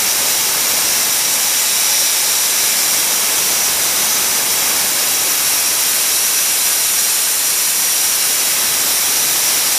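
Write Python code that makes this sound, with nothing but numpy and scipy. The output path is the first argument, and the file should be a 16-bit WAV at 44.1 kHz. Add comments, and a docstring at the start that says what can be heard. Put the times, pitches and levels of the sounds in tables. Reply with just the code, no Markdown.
"""A steel vessel being filled with liquid nitrogen blows off cold gas. From the start the turbulent jet
hisses loudly and sings in the bore of the vent, while its spreading plume adds a low roar. A hand-held
microphone sways nearby, so reflections from floor and walls slowly shift the colour. Near 2 s it points
left of the plume; near 4 s it faces it, and the roar swells slightly as the cloud thickens. By 7.5 s it
has swung right and up, thinning the bass and narrowing the vent's note; then it swings back."""
import sys
import numpy as np
from scipy import signal
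from scipy.fft import rfft, irfft, next_fast_len
from scipy.io import wavfile
from scipy.ndimage import map_coordinates

SR = 44100
rng = np.random.default_rng(int(sys.argv[2]) if len(sys.argv) > 2 else 0)


def unload_audio(sound):
    """Save the sound as a 16-bit wav file, at the path given as the first command line argument."""
    columns = np.transpose(np.atleast_2d(sound))
    # keep every value between -1 and 1, then stretch to whole-number steps
    steps = np.round(np.clip(columns, -1, 1) * 32767)
    wavfile.write(sys.argv[1], SR, steps.astype(np.int16))


N = 431298


def amp(db):
    """Decibels to gain."""
    return 10 ** (np.asarray(db) / 20)


def unit(x):
    """Scale to rms 1."""
    return x / np.sqrt(np.mean(x ** 2) + 1e-20)


def curves(rows):
    """Automation lanes: one value per sample for each column after the time."""
    times, *columns = np.transpose(rows)
    return [np.interp(np.arange(N) / SR, times, column) for column in columns]


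def swell(time_s, length_s):
    """A smooth bump of height 1 centred on time_s."""
    return np.exp(-(2 * (np.arange(N) / SR - time_s) / length_s) ** 2)


def wobble(rate, size=2000):
    """A smooth random curve with `rate` knots a second."""
    knots = rng.standard_normal(int(N * rate / SR) + 4)
    curve = map_coordinates(knots, [np.linspace(0, N * rate / SR, size)])
    return np.interp(np.arange(N), np.linspace(0, N, size), curve)


def filtered(x, response):
    """Equalise x with a gain given as a function of frequency."""
    size = next_fast_len(N + 8192)
    return irfft(rfft(x, size) * response(np.fft.rfftfreq(size, 1 / SR)), size)[..., :N]


def reader(x, oversample=4):
    """A function that reads x between its samples."""
    fine = signal.resample_poly(x, oversample, 1)
    return lambda position: map_coordinates(fine, [position * oversample], order=1, mode="mirror")


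def turbulence(spectrum):
    """Noise of rms 1, shaped by EQ points on a log frequency axis."""
    points_hz, db = np.transpose(spectrum)
    eq = lambda hz: amp(np.interp(np.log(hz + 1), np.log(points_hz), db))
    return unit(filtered(rng.standard_normal(N), eq))


def blown(modes):
    """Resonances driven by turbulent gas, rms 1."""
    def response(hz):
        powers = ((amp(db) * hz * width) ** 2 / ((centre ** 2 - hz ** 2) ** 2 + (hz * width) ** 2)
                  for centre, width, db in modes)
        return np.sqrt(sum(powers))
    return unit(filtered(rng.standard_normal(N), response))


def resonance(pitch_hz, width_hz):
    """A gas-driven band of noise whose centre follows a pitch curve."""
    centre_hz = np.mean(pitch_hz)
    band = blown([(centre_hz, width_hz, 0)])
    return reader(band)(np.cumsum(pitch_hz / centre_hz))


# The microphone's sway: (time [s], pan right of the vessel [deg], tilt up [deg])
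MIC_AIM = [(0, -1, 1), (0.8, -1, -1), (1.3, -8, -1), (1.9, -16, 0), (2.4, -13, 0), (2.9, -6, 1),
           (3.6, -2, 1), (4.5, -1, 1), (5.1, 4, 5), (5.6, 9, 9), (6.5, 18, 13), (7.5, 26, 13),
           (7.9, 23, 13), (8.5, 7, 10), (9.1, -4, 7), (9.78, -8, 5)]

def microphone(plume_bearing_deg=0.8, plume_half_width_deg=12):
    """Pan, tilt and `aside`: how far the microphone points past the plume (0 facing it, 1 clear of it)."""
    pan_deg, tilt_deg = curves(MIC_AIM)
    aside = 1 - np.exp(-((pan_deg - plume_bearing_deg) / plume_half_width_deg) ** 2)
    return pan_deg, tilt_deg, aside


# The jet's broad hiss, bright sizzle and airy spray: (frequency [Hz], relative level [dB])
HISS_EQ = [(300, -40), (800, -13.5), (1500, -6), (2100, -2), (3200, -1.7), (4550, -2), (5100, 0), (6400, 0),
           (8000, -1.3), (9500, -1.5), (12000, -8.5), (15000, -16)]
SIZZLE_EQ = [(4000, -40), (7800, -12.5), (9000, -2.5), (10200, -0.5), (11500, -1), (12800, -4),
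             (15000, -13.5)]
SPRAY_EQ = [(7000, -38), (11000, -16), (12800, -2), (14000, 2.5), (15200, -0.5)]

def jet():
    """Small eddies at the nozzle hiss and beam their treble: spray ahead, sizzle above and to the sides."""
    _, tilt_deg, aside = microphone()
    hiss = amp(-19.5) * turbulence(HISS_EQ)
    sizzle = amp(-23.1 + aside + 0.2 * tilt_deg) * turbulence(SIZZLE_EQ)
    spray = amp(-21.2 - 2.3 * aside) * turbulence(SPRAY_EQ)
    return hiss + sizzle + spray


# The drift of the vent's note: (time [s], pitch [Hz])
NOTE_PITCH = [(0, 5750), (2, 5750), (3.4, 5800), (4.1, 5910), (4.7, 5770), (5.3, 5810), (5.7, 5690),
              (6.1, 5795), (8, 5755), (9.78, 5720)]
# Where the note surges or falters: (time [s], length [s], level change [dB])
NOTE_SURGES = [(0.89, .1, 2.5), (1.97, .3, 2.5), (2.62, .1, 2), (3.64, .08, 2.5), (3.78, .16, -4),
               (4.15, 0.27, 2.6), (4.95, .24, -2.2), (5.71, .09, 3), (6.25, .3, 1.8), (7.01, .1, 2.2),
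               (7.17, .16, -4.2), (8.08, .2, 2.3), (9.58, .2, -3)]
# The vent's sheen above the note: (frequency [Hz], width [Hz], relative level [dB])
SHEEN_MODES = [(7050, 240, -1.5), (7340, 170, 0), (8560, 160, -1.5)]

def vent():
    """The bore sings a breathy, unsteady note: a narrow core in a broad skirt, drifting and surging."""
    _, _, aside = microphone()
    pitch_hz, = curves(NOTE_PITCH)
    surge_db = sum(db * swell(time_s, length_s) for time_s, length_s, db in NOTE_SURGES)
    core = resonance(pitch_hz + 25 * wobble(12), width_hz=170)
    skirt = resonance(pitch_hz, width_hz=380)
    core_share = 0.14 + 0.48 * aside  # the note is purer beside the plume
    note = np.sqrt(core_share) * core + np.sqrt(1 - core_share) * skirt
    note *= amp(-24.3 + 0.8 * aside + surge_db + 0.76 * wobble(14))
    sheen = amp(-28.5 + 2.5 * aside + 0.81 * wobble(10)) * blown(SHEEN_MODES)
    return note + sheen


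# A broad edge just below the vent's note: (frequency [Hz], width [Hz], relative level [dB])
EDGE_MODES = [(5040, 310, -1.5), (5430, 220, 0.5)]

def hollow_vessel(lower_hz=2335, higher_hz=3950):
    """Weaker resonances of pipe and vessel; their peaks slide and swell as the microphone moves."""
    pan_deg, tilt_deg, aside = microphone()
    lower = amp(-34.5) * resonance(lower_hz + 14 * tilt_deg, width_hz=170)
    higher_db = -32.3 + 2.5 * aside - 0.05 * pan_deg
    higher = amp(higher_db) * resonance(higher_hz + 6.5 * pan_deg, width_hz=260)
    edge = amp(-31.3 - 0.1 * pan_deg) * blown(EDGE_MODES)
    return lower + higher + edge


# The plume's midrange roar and the rumble under it: (frequency [Hz], relative level [dB])
ROAR_EQ = [(15, -30), (30, -19), (60, -13.5), (120, -7.5), (220, -4.5), (450, 0.6), (700, 1.1), (1050, 1.3),
           (1350, 0.1), (2000, -2), (3500, -13.5), (8000, -40)]
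RUMBLE_EQ = [(15, -20), (60, -6.5), (140, 0), (280, 0.5), (500, -7), (1200, -29)]
# The ring of the space around the vessel: (frequency [Hz], width [Hz], relative level [dB])
SPACE_MODES = [(206, 50, -11), (562, 60, -6.5), (855, 56, 0.5)]

def plume():
    """Large eddies roar through the cloud and ring faintly around the vessel; off axis, bass fades first."""
    _, tilt_deg, aside = microphone()
    roar = turbulence(ROAR_EQ)
    ringing = amp(-10.5 + 5 * aside - 0.9 * tilt_deg) * blown(SPACE_MODES)
    body = amp(-27.7 - 3.1 * aside) * (roar + ringing)
    rumble = amp(-41.5 - 9.5 * aside) * turbulence(RUMBLE_EQ)
    thickening_db = swell(time_s=4.2, length_s=1.5)
    return amp(thickening_db + 0.27 * wobble(9.9)) * (body + rumble)


def reflections(direct, wall_ms=3.31, scatter_db=-8.2, spread_ms=12, count=16):
    """The direct sound, one clear reflection and many weak ones; their combs slide with the pan."""
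    pan_deg, _, aside = microphone()
    read = reader(direct)
    delayed = lambda ms: read(np.arange(N) - ms * SR / 1000)
    sway_ms = -0.00743 * pan_deg
    heard = direct + amp(-25 + 6 * aside) * delayed(wall_ms + sway_ms)
    for distance, bearing in rng.random((count, 2)):
        # each path lengthens or shortens with its direction, and the hand drifts a little
        drift_ms = 1.78 * np.cos(np.pi * bearing) * sway_ms + 0.036 * wobble(1.102)
        path_ms = 1.4 + spread_ms * distance ** 1.5 + drift_ms
        heard += amp(scatter_db) / np.sqrt(count) * delayed(path_ms)
    return heard


def scene():
    """Nozzle and plume flutter together with the flow; one microphone feeds both channels."""
    pan_deg, _, _ = microphone()
    flutter = amp(0.2 * wobble(7) + 0.21 * wobble(24))
    # only the compact nozzle gives sharp reflections; the wide plume smears its own away
    nozzle = reflections(jet() + vent() + hollow_vessel())
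    nozzle *= amp(-0.03 * pan_deg)  # it lies to the left, so it fades on a pan to the right
    heard = flutter * (nozzle + plume())
    return np.array([heard, heard])


def record(dry, cutoff_hz=15020):
    """A brick-wall low-pass trims the top of the hiss."""
    return filtered(dry, lambda hz: hz < cutoff_hz)


dry = scene()
out = record(dry)
unload_audio(out)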